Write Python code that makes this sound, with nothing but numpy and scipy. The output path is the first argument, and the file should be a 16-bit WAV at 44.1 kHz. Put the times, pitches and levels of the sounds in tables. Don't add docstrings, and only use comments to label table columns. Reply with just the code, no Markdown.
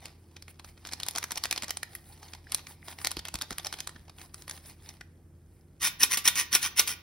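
import sys
import numpy as np
from scipy import signal
from scipy.fft import rfft, irfft, next_fast_len
from scipy.io import wavfile
from scipy.ndimage import uniform_filter1d, map_coordinates

SR = 44100
rng = np.random.default_rng(int(sys.argv[2]) if len(sys.argv) > 2 else 0)


def digitize_waveform(pressure):
    field = np.atleast_2d(pressure).T
    bounded = np.clip(field, -1, 1)
    quanta = np.round(bounded * 32767).astype(np.int16)
    wavfile.write(sys.argv[1], SR, quanta)


N = 309582

# (buckle time [s], rebound time [s], buckle [dB], crumple [dB], rebound [dB], panel pitch [Hz])
SHAKES = [(0.851, 0.888, -40.5, -44.5, -53, 4830), (0.9139, 0.934, -46, -42, -30.5, 4930),
          (1.0006, 1.0328, -35, -50, -29.5, 4030), (1.064, 1.085, -37, -48, -26, 9750),
          (1.1515, 1.1833, -35.5, -32.5, -28, 970), (1.2283, 1.2397, -34, -37.5, -30, 2225),
          (1.3077, 1.3186, -34, -40.5, -29.5, 1700), (1.357, 1.3746, -36.5, -35.5, -30, 5814),
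          (1.4377, 1.4562, -25.5, -33, -36, 4830), (1.511, 1.5266, -24, -35, -25, 2332),
          (1.561, 1.5768, -34.5, -35.5, -31, 4630), (1.6228, 1.6424, -33, -36.5, -37.5, 2208),
          (1.6816, 1.7066, -38, -38, -26.5, 1810), (2.3349, 2.3493, -39.5, -59, -46, 898),
          (2.5204, 2.5462, -29, -41.5, -21, 9360), (2.883, 2.9257, -39, -51, -46, 890),
          (2.9866, 3.015, -42, -50, -44, 1693), (3.047, 3.0706, -25, -33, -24.5, 2069),
          (3.108, 3.1154, -37.5, -45, -30, 9800), (3.1685, 3.192, -33, -44, -36, 4798),
          (3.2524, 3.2841, -35.5, -45.5, -35.5, 3040), (3.3412, 3.3551, -31, -38.5, -32.5, 883.4),
          (3.4127, 3.4206, -31.5, -35.5, -31, 3478), (3.507, 3.525, -33.5, -39, -41.5, 1270),
          (3.583, 3.594, -30.5, -42.5, -51, 10640), (3.6472, 3.6686, -33.5, -38.5, -31.5, 4900),
          (3.7266, 3.7399, -33, -42, -37.5, 1695), (3.787, 3.804, -42.5, -40, -33.5, 2671),
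          (3.8733, 3.8931, -32, -55, -42.5, 8802), (4.081, 4.0959, -52.5, -63, -47, 801),
          (4.184, 4.215, -49.5, -54, -44.5, 2692), (4.4795, 4.496, -40.5, -51, -35, 10670)]
# (frequency [Hz], relative level [dB])
PAPER = [(60, -14), (250, -1.5), (560, -7.5), (780, 0.5), (1500, -0.5), (2200, -0.5), (2800, -0.5),
         (4800, 3.5), (8000, -2), (10500, -3), (13600, -9.5), (16000, -13.5)]
# (catch time [s], stop time [s], catch [dB], rasp [dB], clack [dB])
SQUEEZES = [(6.005, 6.032, -35, -25, -14.5), (6.2543, 6.2762, -25.5, -22.5, -14.5),
            (6.5278, 6.5502, -26, -22, -15.5), (6.773, 6.794, -35, -23.5, -14.5)]
# (start [s], length [s], rasp [dB], knock time [s], knock [dB])
RETURNS = [(5.79, 0.12, -24.5, 5.872, -26.5), (6.085, 0.093, -24.5, 6.172, -22.5),
           (6.333, 0.12, -23.5, 6.355, -30), (6.603, 0.094, -24.5, 6.618, -37),
           (6.848, .11, -30.5, 6.875, -26.5)]


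def paper_snaps(panel_db=8, panel_octaves=.25, t60=.014, shortening=.15, flutter_db=-21):
    out, t = np.zeros(N), np.arange(SR // 12) / SR
    for s, db, tilt, ring_hz in buckles():
        def tone(hz):
            panel = panel_db * np.exp(-(np.log2((hz + 1) / ring_hz) / panel_octaves) ** 2)
            return amp(along(PAPER, hz) + tilt * np.log2((hz + 300) / 3000) + panel)
        crack, flutter, creep = filtered(rng.standard_normal((3, len(t))), tone)
        flutter, creep = filtered(np.array([flutter, creep]), lambda hz: 1 / np.hypot(1, hz / 7000))
        ragged = amp(4 * map_coordinates(rng.standard_normal(40), [t * 400]))
        crack = crack * fade(t, .00012, t60 * np.exp(-shortening * tilt))
        flutter = amp(flutter_db) * flutter * ragged * fade(t, .0015, .053)
        add(out, s, amp(db) * struck(crack + flutter))
        creep = struck(creep * ragged[::-1] * fade(t, .0001, .021))[:SR // 40][::-1]
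        add(out, s - len(creep) / SR, amp(db - 17.5 - 1.1 * tilt) * creep)
    return out


def buckles(crumples_per_s=90, scatter_db=3.5, low_hz=1200, high_hz=9000, rebound_tilt=.83):
    # (time [s], level [dB], brightness [dB per octave], panel pitch [Hz])
    single_snaps = [(.056, -38.5, 0, 3030), (.3654, -44.5, -3.5, 3570), (.4236, -44.5, 1, 5100),
                    (.4811, -46, -1.5, 2080), (.5958, -44.5, -2.5, 1040), (.6454, -44.5, -2, 1300),
                    (.776, -54.5, -4, 1300), (.871, -41, 3.5, 2200), (1.11, -38, 4, 10500),
                    (1.771, -31, 0.5, 8800), (1.8309, -32, 2, 1754), (1.9514, -36, 11, 10540),
                    (2.2297, -46.5, -2.5, 5990), (2.593, -47, -2, 2810), (2.6693, -41.5, 0, 2200),
                    (3.388, -42.5, 2, 1300), (3.9612, -46, -5.5, 1640), (4.3432, -39, 1, 8550),
                    (4.4215, -46, 1, 8080), (4.5106, -36, 0.5, 6110), (4.576, -48.5, -3, 1300),
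                    (4.8901, -40.5, -0.5, 6070), (5.01, -43.5, -2, 1740)]
    rows = list(single_snaps)
    tilt = lambda db: .2129 * (db + 34.5)
    chance = rng.random((len(SHAKES), 12, 3))
    for (s, end, buckle_db, crumple_db, rebound_db, hz), draws in zip(SHAKES, chance):
        rows.append((s, buckle_db, tilt(buckle_db), hz))
        rows.append((end, rebound_db, tilt(rebound_db) + rebound_tilt, hz))
        span = end - s + .004
        count = max(1, int(span * crumples_per_s))
        for k, (when, size, panel) in enumerate(draws[:count]):
            start = s + span * (k + .5 + when / 2) / count
            db = crumple_db + scatter_db * (2 * size - 1)
            rows.append((start, db, tilt(db), low_hz * (high_hz / low_hz) ** panel))
    return rows


def pouring(rub_db=-1, crinkle_db=-4, trickle_db=2, throw_lag_s=.014):
    # (time [s], level [dB])
    flexing = [(0.0, -61), (0.37, -62), (0.69, -65), (0.91, -51), (1.04, -50), (1.57, -50.5), (1.95, -64.5),
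               (2.91, -62), (3.04, -69), (3.25, -56.5), (3.35, -57), (3.75, -50), (3.96, -56.5),
               (4.18, -67), (4.39, -66.5), (4.51, -64), (5.19, -73), (5.75, -74)]
    # (middle [s], half length [s], trickle on mesh [dB], rub on paper [dB])
    pours = [(0.048, 0.054, -70, -54.5), (0.501, 0.016, -55.5, -62), (0.68, 0.034, -60, -59.5),
             (1.946, 0.058, -60, -57.5), (2.1, .059, -58.5, -65), (2.263, 0.12, -63.5, -60),
             (2.55, .08, -68.5, -54), (2.703, 0.036, -53, -56.5), (2.895, 0.053, -52, -56),
             (3.015, 0.035, -50, -60), (4.222, 0.057, -56, -60.5), (4.395, 0.052, -57, -63),
             (4.542, 0.053, -53, -53.5), (4.683, 0.05, -53.5, -54.5), (4.887, 0.085, -61.5, -58.5),
             (5.565, 0.063, -75.5, -84.5)]
    # (frequency [Hz], relative level [dB])
    rub_tone = [(80, -9.5), (300, 3), (560, -1.5), (780, 7.5), (1400, -7.5), (2150, 0), (2800, -5.5),
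                (4800, -1), (8000, -14), (16000, -23)]
    sugar_tone = [(200, -48), (1500, -1), (3500, -14), (6000, -9), (9500, 6), (12000, -1.5), (16000, 0)]
    t = np.arange(N) / SR
    flexed = amp(np.interp(t, *np.transpose(flexing)))
    thrown = sum(amp(db) * swell(t, s + throw_lag_s, .012) for s, _, _, db, _, _ in SHAKES)
    poured, rubbed = sum(amp(levels)[:, None] * swell(t, s, length) for s, length, *levels in pours)
    rustle = amp(-9) * flexed + amp(-7.5) * thrown + rubbed
    trickle = amp(-13.5) * flexed + amp(-29) * thrown + poured
    rub = shifting(coloured(grains(rate=3500, spread_db=5), rub_tone), depth_db=3.5)
    rub = unit(rub * amp(2.5 * wobble(90)))
    tiny_cracks = signal.fftconvolve(grains(rate=70, spread_db=3), fade(t[:SR // 50], .0002, .012))[:N]
    crinkle = unit(tiny_cracks * shifting(coloured(rng.standard_normal(N), PAPER), depth_db=4))
    sugar = unit(coloured(grains(rate=7000, spread_db=4), sugar_tone) * amp(1.5 * wobble(60)))
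    return rustle * (amp(rub_db) * rub + amp(crinkle_db) * crinkle) + amp(trickle_db) * trickle * sugar


def mesh_rasp(sharpness=2.65, lead_s=.022, overrun_s=.038):
    tone = [(50, -40), (180, -6.5), (400, -12.5), (620, -16.5), (950, -6), (1550, -3), (2400, 1.5),
            (4400, -1.5), (6000, 4.5), (7500, -4.5), (9500, 5), (11500, -2.5), (15700, -4)]
    sweeps = [(catch - lead_s, lead_s + stop - catch + overrun_s, db)
              for catch, stop, _, db, _ in SQUEEZES]
    sweeps += [row[:3] for row in RETURNS]
    loudness = np.zeros(N)
    for s, length, db in sweeps:
        speed = np.abs(np.sin(np.linspace(0, np.pi, int(length * SR))))
        add(loudness, s, amp(db) * speed ** sharpness)
    scrape = shifting(coloured(grains(rate=7500, spread_db=4), tone), depth_db=2.8)
    return loudness * unit(scrape * amp(2 * wobble(450)))


def linkage_clacks(stop_t60=.046, knock_t60=.075, chatter_db=-11, chatter_t60=.11):
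    tone = [(60, -27), (200, -1), (600, -6), (950, 0), (1500, -3), (2500, 5.5), (5700, 6), (8000, 6.5),
            (11000, 7), (16000, -0.5)]
    out, t = np.zeros(N), np.arange(SR // 8) / SR
    blows = [(s, db, stop_t60) for s, db in squeeze_blows()]
    blows += [(s, db, knock_t60) for *_, s, db in RETURNS]
    for s, db, t60 in blows:
        crack, chatter = coloured(rng.standard_normal((2, len(t))), tone)
        blow = crack * fade(t, .00015, t60) + amp(chatter_db) * chatter * fade(t, .0015, chatter_t60)
        add(out, s, amp(db) * struck(blow))
    return out


def stop_pings(t60=.016):
    out, t = np.zeros(N), np.arange(SR // 20) / SR
    for s, db in squeeze_blows():
        hz = rng.normal(5740, 50)
        add(out, s, amp(db) * struck(np.sin(2 * np.pi * hz * t) * fade(t, .00078, t60)))
    return out


def squeeze_blows():
    return [blow for catch, stop, catch_db, _, clack_db in SQUEEZES
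            for blow in [(catch, catch_db), (stop, clack_db)]]


def steel_can(x):
    notes = [(990, 0, .03), (1160, 10, .13), (1446, 9, .1), (1800, -3, .04), (1876, 6, .07), (1950, 0, .05),
             (2144, -2, .08), (2354, 3, .08), (2425, 5, .11), (2545, -4, .06), (2680, -1, .06),
             (3100, -6, .05), (3418, 3, .13), (3622, 6, .14), (3700, 3, .11), (4199, -2, .08),
             (4830, -10, .07), (5002, 0, .1), (5300, 0, .04), (5600, -6, .03), (5990, -4, .05),
             (8480, -4, .05), (9454, -6, .05), (9824, -6, .06)]
    t = np.arange(SR // 5) / SR
    ring = np.zeros(len(t))
    for hz, db, t60 in notes:
        damping = np.log(1000) / t60
        ring += amp(db) * 2 * damping / SR * np.cos(2 * np.pi * hz * t) * np.exp(-damping * t)
    return signal.fftconvolve(x, ring)[:N]


def edge_taps(width_octaves=.38, t60=.016):
    taps = [(1.83, -33.5, 1903), (1.9519, -42.5, 1920), (2.469, -50.5, 1811), (2.828, -51.5, 2000),
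            (5.0122, -44.5, 1806)]
    out, t = np.zeros(N), np.arange(SR // 12) / SR
    for s, db, pitch in taps:
        band = lambda hz: 1 / (1 + (np.log2((hz + 1) / pitch) / width_octaves * 2) ** 2)
        hollow = filtered(rng.standard_normal(len(t)), band)
        add(out, s, amp(db) * struck(hollow * fade(t, .0002, t60)))
    return out


def air_puffs(low_hz=55, high_hz=330, swing_hz=54, swing_db=-1):
    puffs = [(3.168, -28.5), (3.337, -28), (3.509, -34.5)]
    out, t = np.zeros(N), np.arange(SR // 5) / SR
    swing = np.sin(2 * np.pi * swing_hz * t) * fade(t, .016, .11)
    band = lambda hz: hz ** 2 / (hz ** 2 + low_hz ** 2) / (1 + (hz / high_hz) ** 6)
    for s, db in puffs:
        flap = unit(filtered(rng.standard_normal(len(t)), band)) * fade(t, .004, .049)
        add(out, s, amp(db) * (flap + amp(swing_db) * swing))
    return out


def bowl_echoes(x):
    t = np.arange(SR // 40) / SR
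    bounces = rng.standard_normal(len(t)) * fade(t, .0005, .02)
    echoes = signal.fftconvolve(x, bounces / np.linalg.norm(bounces))[:N]
    return filtered(echoes, lambda hz: hz / (hz + 250))


def kitchen_echo(x, places=4):
    fade_times = [(150, 1), (1000, 0.5), (4000, 0.42), (9000, 0.14), (16000, 0.38)]
    hz, t, noise = signal.stft(rng.standard_normal((places, 2, SR // 2)), SR, nperseg=256)
    fading = noise * fade(t + .001, .00078, along(fade_times, hz)[:, None])
    tails = signal.istft(fading, SR, nperseg=256)[1]
    tails = tails / np.linalg.norm(tails, axis=-1, keepdims=True)
    place = np.arange(N) * 6 // SR % places
    return sum(signal.fftconvolve((x * (place == k))[None], tails[k], axes=1)[:, :N]
               for k in range(places))


def appliance_hum(air_db=-59):
    notes = [(45, -71.5), (84, -58.5), (154, -66.5), (342, -73)]
    air_tone = [(20, -31.5), (32, -35.5), (45, 5), (60, 1.5), (110, 1), (200, -5), (350, -9), (550, -17.5),
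                (1000, -27), (1700, -29.5), (4000, -43), (9000, -33), (16000, -39.5)]
    t = np.arange(N) / SR
    hum = np.zeros(N)
    for hz, db in notes:
        level = amp(db + 1.1 * wobble(4.12)) * np.sqrt(2)
        hum += level * np.sin(2 * np.pi * hz * t + .59 * wobble(3.7))
    mid, side = amp(air_db) * coloured(rng.standard_normal((2, N)), air_tone)
    side = filtered(side, lambda hz: .5 * hz / (hz + 400))
    return hum + mid + np.array([side, -side])


def microphone_ports(pair):
    lead = [(300, 0), (1400, -.35), (2300, .2), (2750, .95), (3300, .55), (4300, .5), (5000, .1),
            (6100, 1.7), (7200, 3.1), (8700, 4.4), (10500, 6.3), (11700, 7.1), (13400, 9.4), (16000, 12)]
    balance = [(60, 0), (200, -1), (380, -.5), (700, -2.5), (1300, -1.4), (2400, -.9), (4400, -.5),
               (8000, 0)]
    half = np.array([[.5], [-.5]])
    shift = lambda hz: np.exp(1j * np.interp(hz, *np.transpose(lead)) * half)
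    return filtered(pair, lambda hz: shift(hz) * amp(along(balance, hz) * half))


def shifting(x, depth_db):
    bands = signal.stft(x, nperseg=512)[2]
    patches = uniform_filter1d(rng.standard_normal(bands.shape), size=3, axis=0)
    patches = uniform_filter1d(patches, size=5, axis=1)
    return unit(signal.istft(bands * amp(depth_db * unit(patches)), nperseg=512)[1][:N])


def grains(rate, spread_db):
    size = amp(spread_db * np.clip(rng.standard_normal(N), -2, 2)) * rng.choice([-1, 1], N)
    return size * (rng.random(N) < rate / SR)


def wobble(rate):
    return map_coordinates(rng.standard_normal(int(N * rate / SR) + 4), [np.arange(N) * rate / SR])


def fade(t, rise, t60):
    return (1 - np.exp(-t / rise)) * np.exp(-np.log(1000) * t / t60)


def swell(t, middle, half_length):
    return np.exp(-1.4 * ((t - middle) / half_length) ** 2)


def filtered(x, response):
    n = x.shape[-1]
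    padded = next_fast_len(n + 4096)
    return irfft(rfft(x, padded) * response(np.fft.rfftfreq(padded, 1 / SR)), padded)[..., :n]


def coloured(x, tone):
    return unit(filtered(x, lambda hz: amp(along(tone, hz))))


def along(points, hz):
    frequencies, values = np.transpose(points)
    return np.interp(np.log(hz + 1), np.log(frequencies + 1), values)


def amp(db):
    return 10 ** (np.asarray(db) / 20)


def unit(x):
    return x / np.sqrt(np.mean(x ** 2) + 1e-20)


def struck(x):
    return x / np.sqrt(np.mean(x[:SR // 200] ** 2))


def add(track, s, sound):
    part = track[int(s * SR):][:len(sound)]
    part += sound[:len(part)]


def scene(sachet_ring_db=-13, sifter_db=-1.5, sachet_room_db=-15.5, sifter_room_db=-13):
    sachet = paper_snaps() + pouring() + edge_taps()
    sachet = sachet + amp(sachet_ring_db) * steel_can(sachet)
    sifter = amp(sifter_db) * (mesh_rasp() + linkage_clacks())
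    sifter = sifter + steel_can(sifter)
    room, room_side = kitchen_echo(amp(sachet_room_db) * sachet + amp(sifter_room_db) * sifter)
    side = amp(-3) * room_side + amp(-11) * bowl_echoes(sachet + sifter)
    direct = sachet + sifter + stop_pings() + air_puffs()
    return microphone_ports(direct + room + np.array([side, -side]) + appliance_hum())


def record(dry, ceiling=.85, top_hz=15850):
    rounded = dry / (1 + np.abs(dry / ceiling) ** 6) ** (1 / 6)
    return filtered(rounded, lambda hz: 1 / (1 + (hz / top_hz) ** 160))


dry = scene()
out = record(dry)
digitize_waveform(out)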